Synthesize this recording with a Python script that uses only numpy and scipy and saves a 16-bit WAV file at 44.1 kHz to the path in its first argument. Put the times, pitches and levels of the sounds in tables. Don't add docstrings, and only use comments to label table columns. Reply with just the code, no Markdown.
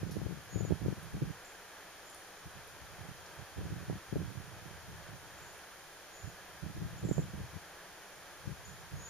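import sys
import numpy as np
from scipy import signal
from scipy.fft import rfft, irfft
from scipy.io import wavfile
from scipy.ndimage import uniform_filter1d

SR = 44100
rng = np.random.default_rng(int(sys.argv[2]) if len(sys.argv) > 2 else 0)


def transcribe(u):
    v = np.clip(np.atleast_2d(u).T, -1, 1)
    q = np.round(v * 32767).astype(np.int16)
    wavfile.write(sys.argv[1], SR, q)


N = 400869
TIME = np.arange(N) / SR


def undb(db):
    return 10 ** (np.asarray(db) / 20)


def unit(x):
    return x / np.sqrt(np.mean(x ** 2))


def noise(spectrum, channels=2):
    hz, db = np.transpose(spectrum)
    gain = undb(np.interp(np.log(np.fft.rfftfreq(N, 1 / SR) + 1), np.log(hz), db))
    return unit(irfft(rfft(rng.standard_normal((channels, N))) * gain, N))


def resonance(x, hz, width_hz):
    b, a = signal.iirpeak(hz, hz / width_hz, fs=SR)
    return unit(signal.lfilter(b, a, signal.lfilter(b, a, x)))


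def butter(x, hz, kind):
    return signal.sosfilt(signal.butter(2, hz, kind, fs=SR, output="sos"), x)


def wander(rate_hz):
    hold = int(SR / rate_hz)
    steps = np.repeat(rng.standard_normal(N // hold + 1), hold)
    return 1.66 * uniform_filter1d(uniform_filter1d(steps, hold), hold)[:N]


def add(track, start_s, sound):
    i = max(int(start_s * SR), 0)
    track[..., i:i + sound.shape[-1]] += sound[..., :max(N - i, 0)]


# frequency in Hz, relative spectral density in dB.
HISS_SPECTRUM = [(20, 11.5), (60, 8.5), (120, 3.5), (300, 7), (800, 6), (2000, 4), (5000, 3), (7000, 6),
                 (9500, 3.5), (12000, -2), (15000, -4.5)]

def microphone_hiss(level_db=-54.5):
    return noise(HISS_SPECTRUM) * undb(level_db)


# frequency in Hz, relative spectral density in dB.
WASH_SPECTRUM = [(25, -21), (70, -6), (120, -14), (175, -4), (300, -4), (550, -2), (800, -2.5), (1100, -5),
                 (1400, -3.5), (1700, -3), (2000, -8), (2850, -23), (4500, -18.5), (9000, -47)]
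# centre in Hz, width in Hz, level in dB.
WASH_HUMPS = [(1653, 320, -65.5), (2413, 550, -68), (3194, 470, -69)]

def far_wash(level_db=-55, flicker_db=0.6):
    wash = noise(WASH_SPECTRUM, channels=1)[0] * undb(level_db)
    for hz, width_hz, db in WASH_HUMPS:
        wash += undb(db) * resonance(rng.standard_normal(N), hz, width_hz)
    wash *= undb(flicker_db * wander(13))
    return np.array([wash, np.roll(wash, 1)])


def tree_echo(sound, t60_s=0.39, wet_db=-1):
    t = np.arange(SR // 2) / SR
    response = rng.standard_normal((2, len(t))) * np.exp(-np.log(1000) * t / t60_s)
    response /= np.sqrt(np.sum(response ** 2, axis=1, keepdims=True))
    return sound + undb(wet_db) * signal.fftconvolve(sound[None], response, axes=1)[:, :N]


# start in seconds, level in dB, pitch in Hz, decay time in seconds.
TWIG_FLICKS = [(.109, -56, 10610, 0.024), (.11, -55, 5200, .03), (.474, -56.5, 5000, .004),
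               (1.03, -56, 9800, .011), (2.099, -47, 9400, .003), (2.146, -42, 9700, 0.0018),
               (2.15, -62, 9500, .078), (2.675, -53, 10200, .004), (3.259, -50, 5200, 0.0055),
               (5.52, -66, 9600, .07), (5.579, -52, 8750, .006)]

def twigs(width_hz=3200, crackle_db=2.5):
    out, t = np.zeros(N), np.arange(SR // 3) / SR
    for start_s, db, hz, decay_s in TWIG_FLICKS:
        grains = rng.standard_normal(len(t)) * undb(crackle_db * wander(400)[:len(t)])
        add(out, start_s, undb(db) * resonance(grains, hz, width_hz) * np.exp(-t / decay_s))
    return out


# start and length in seconds, top pitch in Hz, level in dB,
# rise time in seconds.
BIRD_WHISTLES = [(0.49, .2, 6795, -58, .02), (6.11, .215, 6850, -62.5, 0.027), (8.932, .2, 6820, -56, 0.07)]

def whistles(flutter_db=2, waver=0.0025, scoop_hz=350, drop_hz=120, release_s=0.033):
    out = np.zeros(N)
    for start_s, length_s, top_hz, db, rise_s in BIRD_WHISTLES:
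        swell = 1 - np.exp(-np.maximum(TIME - start_s, 0) / rise_s)
        ending = np.clip((TIME - start_s - length_s) / release_s + 1, 0, 1)
        hz = top_hz - scoop_hz * (1 - swell) - drop_hz * ending
        phase = 2 * np.pi * np.cumsum(hz * (1 + waver * wander(170))) / SR
        out += np.sqrt(2) * np.sin(phase) * swell * (1 - ending) * undb(db + flutter_db * wander(63))
    return out


def chip(top_hz, length_s=0.0172, arch=0.16):
    position = np.linspace(-1, 1, int(length_s * SR))
    hz = top_hz * (1 - arch * np.abs(position) ** 3)
    return np.sqrt(1 - position ** 2) * np.sin(2 * np.pi * np.cumsum(hz) / SR)


# start in seconds, number of notes, top pitch in Hz, level in dB,
# position of the loudest point in notes counted from 0.
BIRD_TRILLS = [(1.447, 2, 7400, -51, 0), (2.068, 2, 7400, -50.5, .6), (5.38, 4, 7260, -52, 1.4),
               (6.977, 1, 7200, -51, 0), (7.046, 5, 7400, -43, 1.6), (8.647, 3, 7030, -50.5, 0)]

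def trills(period_s=0.0402, fade_db=4, sag_hz=45, stray_hz=45, between_db=-8, between_hz=380):
    out = np.zeros(N)
    for start_s, count, top_hz, db, loudest in BIRD_TRILLS:
        for k in range(round(count)):
            hz = top_hz - sag_hz * k + stray_hz * rng.standard_normal()
            gain = undb(db - fade_db * abs(k - loudest))
            add(out, start_s + k * period_s, gain * chip(hz))
            if k:
                add(out, start_s + (k - 0.5) * period_s, gain * undb(between_db) * chip(hz + between_hz))
    return out


def port_shares(pan_db):
    return unit(undb(np.array([[pan_db], [-pan_db]]) / 2)) ** 2


# time in seconds, level in dB.
BREEZE_LEVELS = [(0, -54), (1.33, -51), (1.45, -75), (2.35, -81), (2.5, -60), (3.15, -53.5), (3.3, -63),
                 (4.0, -60), (4.5, -50), (5.45, -54.5), (5.6, -71), (6.0, -70), (6.5, -61), (6.95, -46.5),
                 (7.45, -49.5), (7.65, -73), (8.2, -69), (8.6, -54.5)]
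# start and length in seconds, level in dB, left minus right in dB.
PORT_GUSTS = [(0.021, 0.16, -35.5, -9.5), (0.191, 0.17, -34.5, 18), (0.542, 0.16, -33, 16),
              (0.698, .03, -30.5, -18), (0.788, 0.054, -35.5, -19.5), (0.847, 0.06, -34.5, 3),
              (0.972, 0.11, -46, -8), (1.142, .11, -37, -1), (1.259, 0.043, -40.5, -10.5),
              (2.45, 0.026, -47, -7), (2.557, .035, -51, -7), (2.821, .025, -48, 5.5),
              (2.984, 0.15, -49.5, -5), (3.398, 0.018, -46.5, -16), (3.574, 0.27, -37.5, -5),
              (3.889, 0.059, -36, -2), (4.13, 0.036, -34.5, 0), (4.19, 0.064, -35.5, -8.5),
              (4.281, .12, -44, -15), (4.88, 0.024, -48.5, 1), (5.09, .04, -47, -10.5),
              (6.239, 0.051, -42, -9), (6.636, 0.054, -38, -7.5), (6.761, 0.099, -39.5, 0),
              (7.032, 0.072, -33, 0), (7.165, 0.037, -29.5, -10), (7.224, 0.038, -42.5, -2),
              (7.339, 0.078, -41.5, 0.5), (7.544, .012, -42, 18), (8.465, 0.053, -40.5, 7.5),
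              (8.925, .07, -42.5, -1.5)]

def airflow(breeze_pan_db=-3, attack_s=0.009, release_s=0.019, sag_db_per_s=25):
    breeze_db = np.interp(TIME, *np.transpose(BREEZE_LEVELS))
    power = undb(breeze_db) ** 2 * port_shares(breeze_pan_db)
    for start_s, length_s, db, pan_db in PORT_GUSTS:
        age = TIME - start_s
        envelope = np.exp(np.minimum(age, 0) / attack_s - np.maximum(age - length_s, 0) / release_s)
        sag_db = sag_db_per_s * np.clip(age, 0, length_s)
        power += (undb(db - sag_db) * envelope) ** 2 * port_shares(pan_db)
    return 10 * np.log10(power)


# frequency in Hz, relative spectral density in dB.
EDDY_SPECTRUM = [(20, -33), (45, -9), (70, 4), (105, 3.5), (170, 1.5), (330, -12.5), (480, -23),
                 (700, -31.5), (1100, -33), (2500, -63)]

def turbulence(air_db, trim_db=-2, patchy_db=2.5, crossover_hz=230, knee_db=-43, breakup_db=-42):
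    eddies = unit(noise(EDDY_SPECTRUM) * undb(patchy_db * np.array([wander(55) for port in range(2)])))
    large, small = butter(eddies, crossover_hz, "low"), butter(eddies, crossover_hz, "high")
    small_gain = np.clip(0.5 + 0.045 * (air_db - knee_db), 0, 1)
    rumble_db = air_db - 0.27 * np.maximum(air_db - breakup_db, 0)
    return (large - small_gain * small) * undb(rumble_db + trim_db)


def shed_eddies(air_db, gap_s=0.03, onset_db=-50, excess_db=8, scatter_db=2):
    rows = []
    for port in range(2):
        for k, (jitter, strength, sharpness) in enumerate(rng.standard_normal((1000, 3))):
            time_s = (k + jitter / 3) * gap_s
            db = air_db[port, int(time_s * SR)] if 0 < time_s < TIME[-1] else onset_db
            if db > onset_db:
                peak_db = db + excess_db + scatter_db * strength
                sharp_db = -17 + 0.69 * (db - onset_db) + 3 * sharpness
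                rows.append((time_s, peak_db, port, sharp_db))
    return rows


# time in seconds, peak level in dB, port (0 left, 1 right),
# sharpness in dB (higher is narrower).
STRONG_EDDIES = [(.032, -23.5, 1, -11), (.168, -18, 1, -4.5), (.559, -17.5, 0, -8.5), (.708, -14, 1, -4),
                 (.723, -14, 1, -3), (.861, -16, 1, -6), (.883, -15, 0, -7), (.926, -21, 0, -5),
                 (1.22, -18.5, 1, -10), (1.225, -18, 0, -13), (3.089, -32.5, 1, -18), (3.724, -25, 1, -13),
                 (3.899, -20.5, 1, 2.5), (4.127, -18.5, 0, -10), (4.158, -19, 0, -2), (4.165, -17.5, 1, -5),
                 (4.658, -34.5, 1, -4), (6.818, -24.5, 0, -18), (7.051, -19.5, 1, -7.5),
                 (7.113, -12, 1, -5.5), (7.183, -16.5, 1, -7), (8.474, -25.5, 0, -20)]

def buffets(lesser_eddies, base_width_s=0.0009, sharpening=0.49, leak_hz=118):
    out, t = np.zeros((2, N)), np.arange(-SR // 50, SR // 25) / SR
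    signs = rng.choice([-1, 1], 2000)
    for (time_s, peak_db, port, sharp_db), sign in zip(STRONG_EDDIES + lesser_eddies, signs):
        width_s = base_width_s * undb(-sharpening * sharp_db)
        pulse = 1 / (1 + (t / width_s) ** 2) ** 2
        pulse = butter(butter(pulse, leak_hz, "high"), leak_hz, "high")
        add(out[int(port)], time_s + t[0], sign * undb(peak_db) * pulse / np.abs(pulse).max())
    return out


def scene():
    hiss = microphone_hiss()
    air_db = airflow()
    wind = turbulence(air_db) + buffets(shed_eddies(air_db))
    birds = tree_echo(whistles() + trills() + twigs())
    return hiss + far_wash() + birds + wind


# centre in Hz, width in Hz.
CAMERA_NOTCHES = [(240, 87), (7980, 1276)]

def record(dry):
    low, high = (signal.iirnotch(hz, hz / width_hz, fs=SR) for hz, width_hz in CAMERA_NOTCHES)
    out = dry
    for notch in (low, high, high):
        out = signal.lfilter(*notch, out)
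    cutoff_hz = 15050
    return signal.sosfilt(signal.ellip(12, 0.2, 70, cutoff_hz, fs=SR, output="sos"), out)


dry = scene()
out = record(dry)
transcribe(out)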